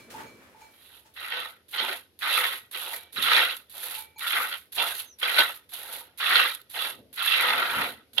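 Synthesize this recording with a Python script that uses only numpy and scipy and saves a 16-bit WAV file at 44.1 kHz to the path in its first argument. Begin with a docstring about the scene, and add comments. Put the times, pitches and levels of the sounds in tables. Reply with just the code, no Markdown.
"""A cow is milked by hand into a plastic bucket in a farmyard, the two hands squirting in turn.
Each jet starts as fine spray, then drives bubbles into the froth, and these ring the air in the bucket.
Around it animals shuffle, a calf nuzzles the udder, a cowbell is nudged faintly
and a small bird calls twice, all over a bed of still air with a low distant drone."""
import sys
import numpy as np
from scipy import signal
from scipy.fft import rfft, irfft, next_fast_len
from scipy.io import wavfile

SR = 44100
rng = np.random.default_rng(int(sys.argv[2]) if len(sys.argv) > 2 else 0)


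def int16_out(signal):
    """Quantize to a 16-bit WAV file."""
    q = np.round(np.clip(np.atleast_2d(signal).T, -1, 1) * 32767)
    wavfile.write(sys.argv[1], SR, q.astype(np.int16))


N = 361619
TIME = np.arange(N) / SR

# Tone of the air, shuffling, rubbing and hair. Each row: frequency in Hz, relative density in dB.
AIR_COLOUR = [(30, -38), (52, -16.5), (76, 2.5), (98, -4), (118, -4), (150, -9.5), (300, -6.5), (500, -7),
              (900, -19.5), (2000, -19.5), (3600, -17.5), (5500, -23.5), (8000, -35), (11500, -16),
              (15500, -46)]
SHUFFLE_COLOUR = [(45, -28), (80, -6), (120, -3), (180, -7), (245, 2), (330, -2), (450, -1), (650, -8),
                  (1300, -48), (4000, -72)]
RUB_COLOUR = [(200, -29), (500, -4.5), (1000, -3), (1650, -2), (2400, -6.5), (4000, -19), (9000, -59)]
HAIR_COLOUR = [(1200, -7), (3000, -2), (5300, -5), (8000, -7.5), (11500, -6), (15500, -13)]
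# Width of diffuse sound. Each row: frequency in Hz, left-right likeness from 0 to 1.
LIKENESS = [(100, 0.86), (500, 0.8), (1500, 0), (4000, 0)]
# Hooves, hide and sleeves shifting. Each row: peak time in seconds, relative level in dB,
# rise and fall in seconds per 20 dB.
SHUFFLES = [(0.0, -55, .05, 0.11), (.17, -48.5, 0.29, 0.54), (3.184, -43.5, 0.043, 0.12),
            (7.0, -53, 0.2, 0.2), (7.56, -49, 0.37, .25), (7.795, -39, .12, 0.19), (8.15, -57.5, 0.061, .2)]
# The calf nuzzles the udder. Each row: peak time in seconds, relative levels of soft rubbing and
# dry hair in dB, rise and fall in seconds per 20 dB.
NUZZLES = [(0.0, -61, -59, .05, 0.18), (.105, -53.5, -51, 0.009, .3), (.205, -46.5, -56, 0.13, .13),
           (.43, -58.5, -66, 0.15, .4), (.612, -62, -61, .08, .25), (1.066, -63, -62.5, 0.033, 0.085)]
# Clapper touches. Each row: start in seconds, level in dB, lift of the upper modes in dB.
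BELL_STROKES = [(-.04, -58, 10), (.14, -38.5, -28), (.2, -41.5, -12), (.265, -63, 12.5), (.545, -52, -21),
                (.612, -48, -5), (1.05, -62, -24), (2.95, -56, 7), (3.972, -43, -5.5), (4.16, -51.5, 2)]
# Cowbell modes. Each row: pitch in Hz, relative level in dB, seconds to fade by 60 dB.
BELL_MODES = [(870, 5, 0.3), (941, -1, 0.17), (2307, -5.5, .6), (2410, -3, 0.88), (4150, -11.5, 0.38),
              (4340, -9.5, 0.3), (6700, -3, 0.1), (6650, -20, .3)]
# One squirt per pull on a teat. Each row: times of first spray, plunge, centre of the swell and start of the
# ebb in seconds; then in dB the relative froth level, swell, sag until the ebb, fizz and churn over froth,
# churn lacking at first and relative spray level; last, ebb in dB per second. In the last row the ebb time
# comes before the start, so that squirt's level falls steadily after the plunge.
SQUIRTS = [ (0.71, 0.738, .95, 0.96, -68.5, 7, 0, 5, -5, 9, -61, 160),
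           (1.139, 1.166, 1.385, 1.468, -45, 16.5, 11, -2, -10, 12, -51.5, 128),
           (1.684, 1.735, 1.885, 1.93, -42, 10, 2, 1, -7.5, 4, -46.5, 216),
           (2.193, 2.221, 2.389, 2.533, -34.5, 9, 4, .5, -14, 3, -41.5, 217),
           (2.713, 2.738, 2.9, 2.924, -41, 0, 3.5, 3.5, -5, 8.5, -38.5, 133),
           (3.126, 3.164, 3.375, 3.53, -39.5, 22, 8.5, 2.5, -14.5, 15, -44, 186),
           (3.697, 3.74, 3.88, 3.96, -57.5, 7, -6, 1, -6, -5, -45.5, 143),
           (4.182, 4.212, 4.4, 4.535, -36, 9, 11, -0.5, -14.5, 10, -39, 193),
           (4.722, 4.773, 4.834, 4.96, -47.5, 16, 5.5, 2.5, -7, -1.5, -41, 153),
           (5.187, 5.218, 5.403, 5.512, -38, 17.5, 13, -0.5, -12, 3, -42.5, 163),
           (5.692, 5.724, 5.94, 5.96, -50, 1, 0, 2.5, -1.5, 3.5, -44.5, 132),
           (6.176, 6.204, 6.382, 6.501, -33, 14, 9, 2, -15.5, 5.5, -40, 195),
           (6.697, 6.747, 6.86, 6.857, -44.5, 11.5, -0.5, 3, -6, 2.5, -44, 196),
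           (7.13, 7.177, 7.46, 7.85, -33.5, 5.5, -1, 1.5, -7.5, 30, -42, 191),
           (8.134, 8.183, 8.3, 8.12, -28, 7.5, -0.5, 6, -5.5, -0.5, -46, 175)]
# Brief gushes of the jet. Each row: time and length in seconds, lifts of froth, fizz and spray in dB.
GUSHES = [(1.307, 0.15, 2.5, 5.5, -3.5), (1.401, .01, -2, 7.5, 10), (1.778, 0.044, 5, 7.5, -4),
          (2.329, .045, -1, 5, 6.5), (2.375, 0.067, 3.5, -3.5, 6), (2.471, 0.03, -3, 4, 3.5),
          (2.748, 0.021, 5.5, 7.5, 0), (2.934, 0.033, 9, -14, 5.5), (3.224, 0.033, 0.5, 7, 8.5),
          (3.318, 0.058, 4.5, 3, 1), (3.497, .042, 3.5, 6.5, 0.5), (3.832, .03, 4, 4, 8),
          (3.946, 0.036, -2.5, 10, 2), (4.269, 0.025, 3, 9.5, 6), (4.331, 0.047, 6, 7.5, -1),
          (4.368, 0.043, 8.5, 0.5, 4), (4.517, 0.058, 5.5, 14, -4), (4.782, 0.045, 5, 9, -7),
          (4.991, 0.11, 5, 13.5, 7.5), (5.23, .063, 6.5, 9.5, 3), (5.315, 0.01, 3, 1, 0),
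          (5.383, 0.049, 8.5, 11.5, 6.5), (5.736, 0.031, -2, 4, 10.5), (5.92, .062, 2, 2, 7),
          (6.354, 0.069, 5.5, 7, 2), (6.791, 0.013, 2, 8, -3), (7.223, .15, 0.5, 4, 6.5),
          (8.181, 0.0076, 2, 15.5, 3)]
# Tone of the spray. Each row: frequency in Hz, left and right gain in dB.
SPRAY_COLOUR = [(2720, -14, -11), (3660, -9, -1.5), (4350, -10, -7), (5440, -17.5, -19.5),
                (6350, -14, -26.5), (8630, -15.5, -27.5), (8840, -14.5, -14), (10620, -8.5, -0.5),
                (11700, -4, 2), (12420, -15, -2.5), (14600, -10, -20), (15460, -18, -24.5)]
# Air modes of the bucket. Each row: pitch and bandwidth in Hz, level within its register in dB,
# left over right in dB, left lead in radians.
BUCKET_MODES = [(252, 7.4, -19.5, 4, -0.26), (378.7, 24, -15, 2, -0.8), (504.4, 22, -9, 0.5, -0.12),
                (593, 42, -12, 0.5, 0), (705, 89, -7.5, -1, 0.5), (864, 65, -13, -4, 1.5),
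                (915, 75, -5.5, -1, 0.16), (1087, 17, -21.5, 2.5, 0.5), (1246, 39, -14.5, -6, 1.3),
                (1291, 13, -14.5, 8, -4), (1378, 120, -6, -2, -0.8), (1511, 25, -14.5, 3.5, 1.3),
                (1640, 64, -20, 2.5, 1), (1865, 120, -12.5, 1, 0.6), (1930, 21, -11, 11, 4),
                (2015, 230, -8.5, 4.5, 1), (2260, 130, -19.5, -15, 3), (2230, 550, -6, 0, -2),
                (2695, 83, -10, -6, -1.0), (2520, 96, -22, -1.5, -3), (2876, 240, -16, -21, -2.5),
                (3179, 150, -11, -17, 2.5), (3120, 300, -11.5, -4.5, -0.6), (3266, 91, -15.5, -12.5, 0),
                (3507, 79, -10.5, -18, 2.1), (3680, 520, -17, 5, -1.2), (3845, 120, -9.5, -17.5, -0.07),
                (4175, 140, -10.5, -9.5, 4), (4530, 330, -15, -1.5, -3.5)]
# Single hard drops. Each row: time in seconds, relative level in dB.
DROPS = [(2.1906, -23), (2.2373, -20), (2.466, -8), (2.7152, -33), (2.9457, -33), (3.034, -25), (3.13, -25),
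         (3.2326, -17.5), (3.3583, -12), (3.4504, -12), (3.567, -14.5), (4.194, -14), (4.721, -45),
         (4.9816, -16), (5.1875, -24.5), (5.392, -3.5), (5.4174, -17), (5.574, -23.5), (5.7478, -31),
         (5.832, -18), (5.891, -19), (6.1828, -27), (6.5493, -9.5), (6.6157, -25), (6.6985, -41),
         (7.129, -26), (7.2603, -6), (7.4101, -6), (8.1328, -29), (8.1825, -11)]
# Bird notes. Each row: start and length in seconds, first and last pitch in Hz, relative level in dB.
CHIRPS = [(4.914, 0.098, 6900, 6200, -51), (5.05, .1, 6600, 5700, -48.5)]
# In the long squirt the hollow under the jet deepens and its ring falls.
# Each row: time in seconds, pitch in Hz, lift in dB.
HOLLOW = [(7.2, 3500, -3), (7.28, 3130, 5), (7.34, 2720, 10), (7.45, 1860, 4), (7.6, 1470, 7.5),
          (7.8, 1290, 6), (7.95, 1300, -9)]

CHURN_TOP_HZ, FROTH_TOP_HZ = 1000, 2550  # deep churn gives way to froth, and froth to fizz


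def from_db(db):
    """Decibels to gain."""
    return 10 ** (np.asarray(db) / 20)


def rms_one(x):
    """Scale so that the centre of the stereo image has rms 1."""
    return x / np.sqrt(np.mean(np.atleast_2d(x).mean(0) ** 2) + 1e-20)


def at_hz(points, hz):
    """Read a (Hz, value) table on a log axis."""
    table_hz, values = np.transpose(points)
    return np.interp(np.log(hz), np.log(table_hz), values)


def shaped(x, response):
    """Equalise by a gain given as a function of frequency."""
    size = next_fast_len(N + 4096, True)
    hz = np.maximum(np.arange(size // 2 + 1) * SR / size, 1)
    return irfft(rfft(x, size) * response(hz), size)[..., :N]


def cut(x, hz, kind, order=2):
    """Butterworth low- or high-pass."""
    return signal.sosfilt(signal.butter(order, hz, kind, fs=SR, output="sos"), x)


def panned(db):
    """Left and right gains for a level difference."""
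    return from_db(np.array([[db], [-db]]) / 2)


def drift(per_s):
    """A random wander of rms 1 that turns per_s times a second."""
    knots = rng.standard_normal(8192)
    return rms_one(np.interp(TIME * per_s, np.arange(len(knots)), knots))


def grains(per_s, spread_db):
    """Random impacts of uneven size; rms 1."""
    sizes = from_db(spread_db * np.minimum(rng.exponential(1, N), 4)) * rng.choice([-1, 1], N)
    return rms_one(sizes * (rng.random(N) < per_s / SR))


def echoes(x, t60, dull_hz):
    """A dying cloud of reflections, different at each ear, of unit energy."""
    t = TIME[:SR // 2]
    cloud = cut(rng.standard_normal((2, len(t))), dull_hz, "low", order=1) * from_db(-60 * t / t60)
    cloud /= np.sqrt(np.sum(cloud ** 2, axis=1, keepdims=True))
    return signal.fftconvolve(np.atleast_2d(x), cloud, axes=1)[:, :N]


def diffuse(mid, side, colour):
    """Two unrelated signals as coloured stereo, narrow in the bass and wide on top; rms 1."""
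    mid = shaped(mid, lambda hz: from_db(at_hz(colour, hz)) * np.sqrt(1 + at_hz(LIKENESS, hz)))
    side = shaped(side, lambda hz: from_db(at_hz(colour, hz)) * np.sqrt(1 - at_hz(LIKENESS, hz)))
    return rms_one(mid + side * [[1], [-1]])


def swells(rows, column):
    """One envelope for movements that each rise to their level and die away."""
    power = np.zeros(N)
    for row in rows:
        peak, db, rise_s, fall_s = row[0], row[column], row[-2], row[-1]
        down_db = 20 * np.maximum((peak - TIME) / rise_s, (TIME - peak) / fall_s)
        near = down_db < 80
        power[near] += from_db(db - down_db[near]) ** 2
    return np.sqrt(power)


def yard_air(level_db=-67):
    """A bed of still air with a low distant drone."""
    return from_db(level_db) * diffuse(*rng.standard_normal((2, N)), AIR_COLOUR)


def shuffling():
    """Hooves, hide and sleeves shift in dull, grainy swells."""
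    texture = diffuse(grains(1500, 0.59), grains(1500, 2.5), SHUFFLE_COLOUR)
    return from_db(-1.5) * swells(SHUFFLES, column=1) * texture


def nuzzling():
    """The calf rubs softly against the udder, and dry hair rustles on top."""
    rub = swells(NUZZLES, column=1) * diffuse(grains(5000, 3.5), grains(5000, 2.0), RUB_COLOUR)
    hair = swells(NUZZLES, column=2) * diffuse(grains(7700, 3.0), grains(7000, 3.0), HAIR_COLOUR)
    return from_db(0.5) * rub + from_db(0.9) * hair


def cowbell(attack_s=0.0046, upper_hz=1500):
    """A sheet-metal bell, barely touched by its clapper as an animal moves its head."""
    out = np.zeros(N)
    for start, db, upper_db in BELL_STROKES:
        span = slice(max(int(start * SR), 0), int((start + 1) * SR))
        age = np.maximum(TIME[span] - start, 0)
        attack = 1 - np.exp(-age / attack_s)
        for hz, mode_db, t60 in BELL_MODES:
            level_db = db + mode_db + upper_db * (hz > upper_hz) - 60 * age / t60
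            out[span] += from_db(level_db) * attack * np.sin(2 * np.pi * (hz * age + rng.random()))
    return out + from_db(-8) * echoes(out, t60=0.15, dull_hz=6000)


def squirting(swell_s=0.11, attack_db_per_s=1500, dulling_db_per_s=4.5):
    """Envelopes of churn, froth, fizz and spray: most squirts start thin and deepen as the jet digs in."""
    spray_weak_db, spray_build_s, spray_share = 6, 0.093, 0.53
    spray_attack_db_per_s, linger_s, spray_ebb_db_per_s = 8003, 0.04, 257
    power = np.zeros((4, N))
    for (start, plunge, swell_at, ebb_at, froth_db, swell_db, sag_db,
         fizz_db, churn_db, thin_db, spray_db, ebb_db_per_s) in SQUIRTS:
        span = slice(int((start - 0.05) * SR), int((ebb_at + 0.5) * SR))
        t = TIME[span]
        age = np.clip(t, plunge, ebb_at) - plunge
        effort = swell_db * np.exp(-0.5 * ((t - swell_at) / swell_s) ** 2)
        effort -= sag_db * age / (ebb_at - plunge)
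        jet = froth_db + effort - attack_db_per_s * np.maximum(plunge - t, 0)
        jet -= ebb_db_per_s * np.maximum(t - ebb_at, 0)
        shallow = np.clip((swell_at - t) / (swell_at - plunge), 0, 1)
        churn = jet + churn_db - thin_db * shallow
        fizz = jet + fizz_db - dulling_db_per_s * age
        # spray comes first, a little weak, shares the jet's swell and sag, and lingers briefly
        mist = spray_db + spray_share * effort
        mist -= spray_weak_db * np.clip(1 - (t - start) / spray_build_s, 0, 1)
        mist -= spray_attack_db_per_s * np.maximum(start - t, 0)
        mist -= spray_ebb_db_per_s * np.maximum(t - ebb_at - linger_s, 0)
        power[:, span] += from_db([churn, jet, fizz, mist]) ** 2
    return np.sqrt(power)


def splash(impacts, scatter_s, mist_db=7.5):
    """Each impact ticks, then shatters into a mist that hisses briefly and differently at each ear."""
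    decay = np.exp(-1 / (scatter_s * SR))
    mist_power = signal.lfilter([1 - decay], [1, -decay], impacts ** 2 + 1e-18)
    mist = np.sqrt(mist_power) * rng.standard_normal((2, N))
    spray_hz, *ears_db = np.transpose(SPRAY_COLOUR)
    colour = lambda hz: from_db([np.interp(np.log(hz), np.log(spray_hz), db) for db in ears_db])
    return cut(shaped(impacts + from_db(mist_db) * mist, colour), 1300, "high")


def spray(sputter, envelope):
    """The jet breaks into droplets that patter on froth and plastic."""
    droplets = grains(per_s=2400, spread_db=3.5) * sputter
    return rms_one(splash(droplets, scatter_s=0.0015)) * envelope


def froth(sputter, churn, flow, fizz, rim_hz=4650, wander_db=3.0):
    """Bubbles burst in the milk; each strikes every air mode of the bucket with a strength of its own."""
    registers = [from_db(2.2) * churn, from_db(0.6) * flow, from_db(-1.2) * fizz]
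    bursts = grains(per_s=2200, spread_db=0) * sputter
    out = np.zeros((2, N))
    for hz, width_hz, db, pan_db, lead in BUCKET_MODES:
        # the point of impact wanders, favouring now one mode, now another
        coupling = rms_one(from_db(wander_db * drift(per_s=40))) * rng.standard_normal(N)
        envelope = registers[np.searchsorted([CHURN_TOP_HZ, FROTH_TOP_HZ], hz)]
        push = coupling * (bursts * hollow(hz) * envelope + 1e-18)
        radius = np.exp(-np.pi * width_hz / SR)
        feedback = [1, -2 * radius * np.cos(2 * np.pi * hz / SR), radius ** 2]
        left = np.sqrt((1 - radius ** 2) / 2) * signal.lfilter([1, 0, -1], feedback, push)
        # each mode leaves the rim in its own direction
        right = np.interp(TIME - lead / (2 * np.pi * hz), TIME, left)
        out += from_db(db) * panned(pan_db) * np.array([left, right])
    return cut(cut(out, rim_hz, "low", order=4), 220, "high")


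def bubbles(flow, fizz, count=520, low_hz=1200, high_hz=4200, cycles=55, glide=0.044):
    """Larger bubbles trapped by the jet ring on their own, rising in pitch as they surface."""
    out = np.zeros((2, N))
    for when, pitch, size, side in rng.random((count, 4)):
        hz = low_hz * (high_hz / low_hz) ** pitch
        onset, t60 = int(when * (N - SR // 10)), cycles / hz
        age = TIME[:int(t60 * SR)]
        strength = (flow if hz < FROTH_TOP_HZ else fizz)[onset] * from_db(9 * size + 2.25)
        ring = np.sin(2 * np.pi * hz * age * (1 + glide * age / t60 / 2)) * from_db(-60 * age / t60)
        out[:, onset:onset + len(age)] += strength * panned(8 * (side - 0.5) - 7 * pitch) * ring
    return cut(out, 660, "high")


def gushing(rise_s=0.0055, churn_share=0.88):
    """Each gush jolts the flow and ebbs away: gains of churn, froth, fizz and spray."""
    lift_db = np.zeros((3, N))
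    for peak, length_s, *peaks_db in GUSHES:
        span = slice(int((peak - rise_s) * SR), int((peak + 3 * length_s) * SR))
        age = TIME[span] - peak
        envelope = np.clip(1 + age / rise_s, 0, 1) * np.exp(-(age / length_s) ** 2)
        lift_db[:, span] += np.outer(peaks_db, envelope)
    flow, fizz, mist = from_db(lift_db)
    return np.array([flow ** churn_share, flow, fizz, mist])


def drops():
    """Larger drops smack here and there during and around the squirts."""
    clicks = np.zeros(N)
    for start, db in DROPS:
        clicks[round(start * SR)] = from_db(db)
    return splash(clicks, scatter_s=0.0013)


def bird():
    """Thin falling whistles, blurred by the yard."""
    out = np.zeros(N)
    wobble = 1 + 0.022 * drift(per_s=210)
    for start, length_s, first_hz, last_hz, db in CHIRPS:
        progress = np.clip((TIME - start) / length_s, 0, 1)
        hz = (first_hz + (last_hz - first_hz) * progress) * wobble
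        envelope = np.sqrt(np.abs(np.sin(np.pi * progress)))
        out += from_db(db) * envelope * np.sin(2 * np.pi * np.cumsum(hz) / SR)
    return 0.58 * out + 0.35 * echoes(out, t60=0.1, dull_hz=9000)


def hollow(hz, width_octaves=0.39):
    """Gain with which the hollow under the jet colours a mode near its own pitch."""
    times, ring_hz, lift_db = np.transpose(HOLLOW)
    span = slice(int(times[0] * SR), int(times[-1] * SR))
    apart = np.log2(hz / np.interp(TIME[span], times, ring_hz)) / width_octaves
    gain = np.ones(N)
    gain[span] = from_db(np.interp(TIME[span], times, lift_db) * np.exp(-apart ** 2))
    return gain


def scene(sputter_db=1.2):
    """Milk up front, its spray and froth sputtering together with the jet; the farmyard behind."""
    sputter = rms_one(from_db(sputter_db * drift(per_s=140)))
    churn, flow, fizz, mist = squirting() * gushing()
    milk = from_db(-1.27) * froth(sputter, churn, flow, fizz)
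    milk += from_db(-2.5) * bubbles(flow, fizz)
    milk += from_db(-1.0) * spray(sputter, mist)
    milk += from_db(3.5) * drops()
    milk += from_db(-14.5) * echoes(milk, t60=0.16, dull_hz=3500)
    return milk + cowbell() + bird() + yard_air() + shuffling() + nuzzling()


def record(dry, cutoff_hz=15750):
    """A steep low-pass takes off the very top."""
    return signal.sosfilt(signal.ellip(10, 0.1, 80, cutoff_hz, fs=SR, output="sos"), dry)


dry = scene()
out = record(dry)
int16_out(out)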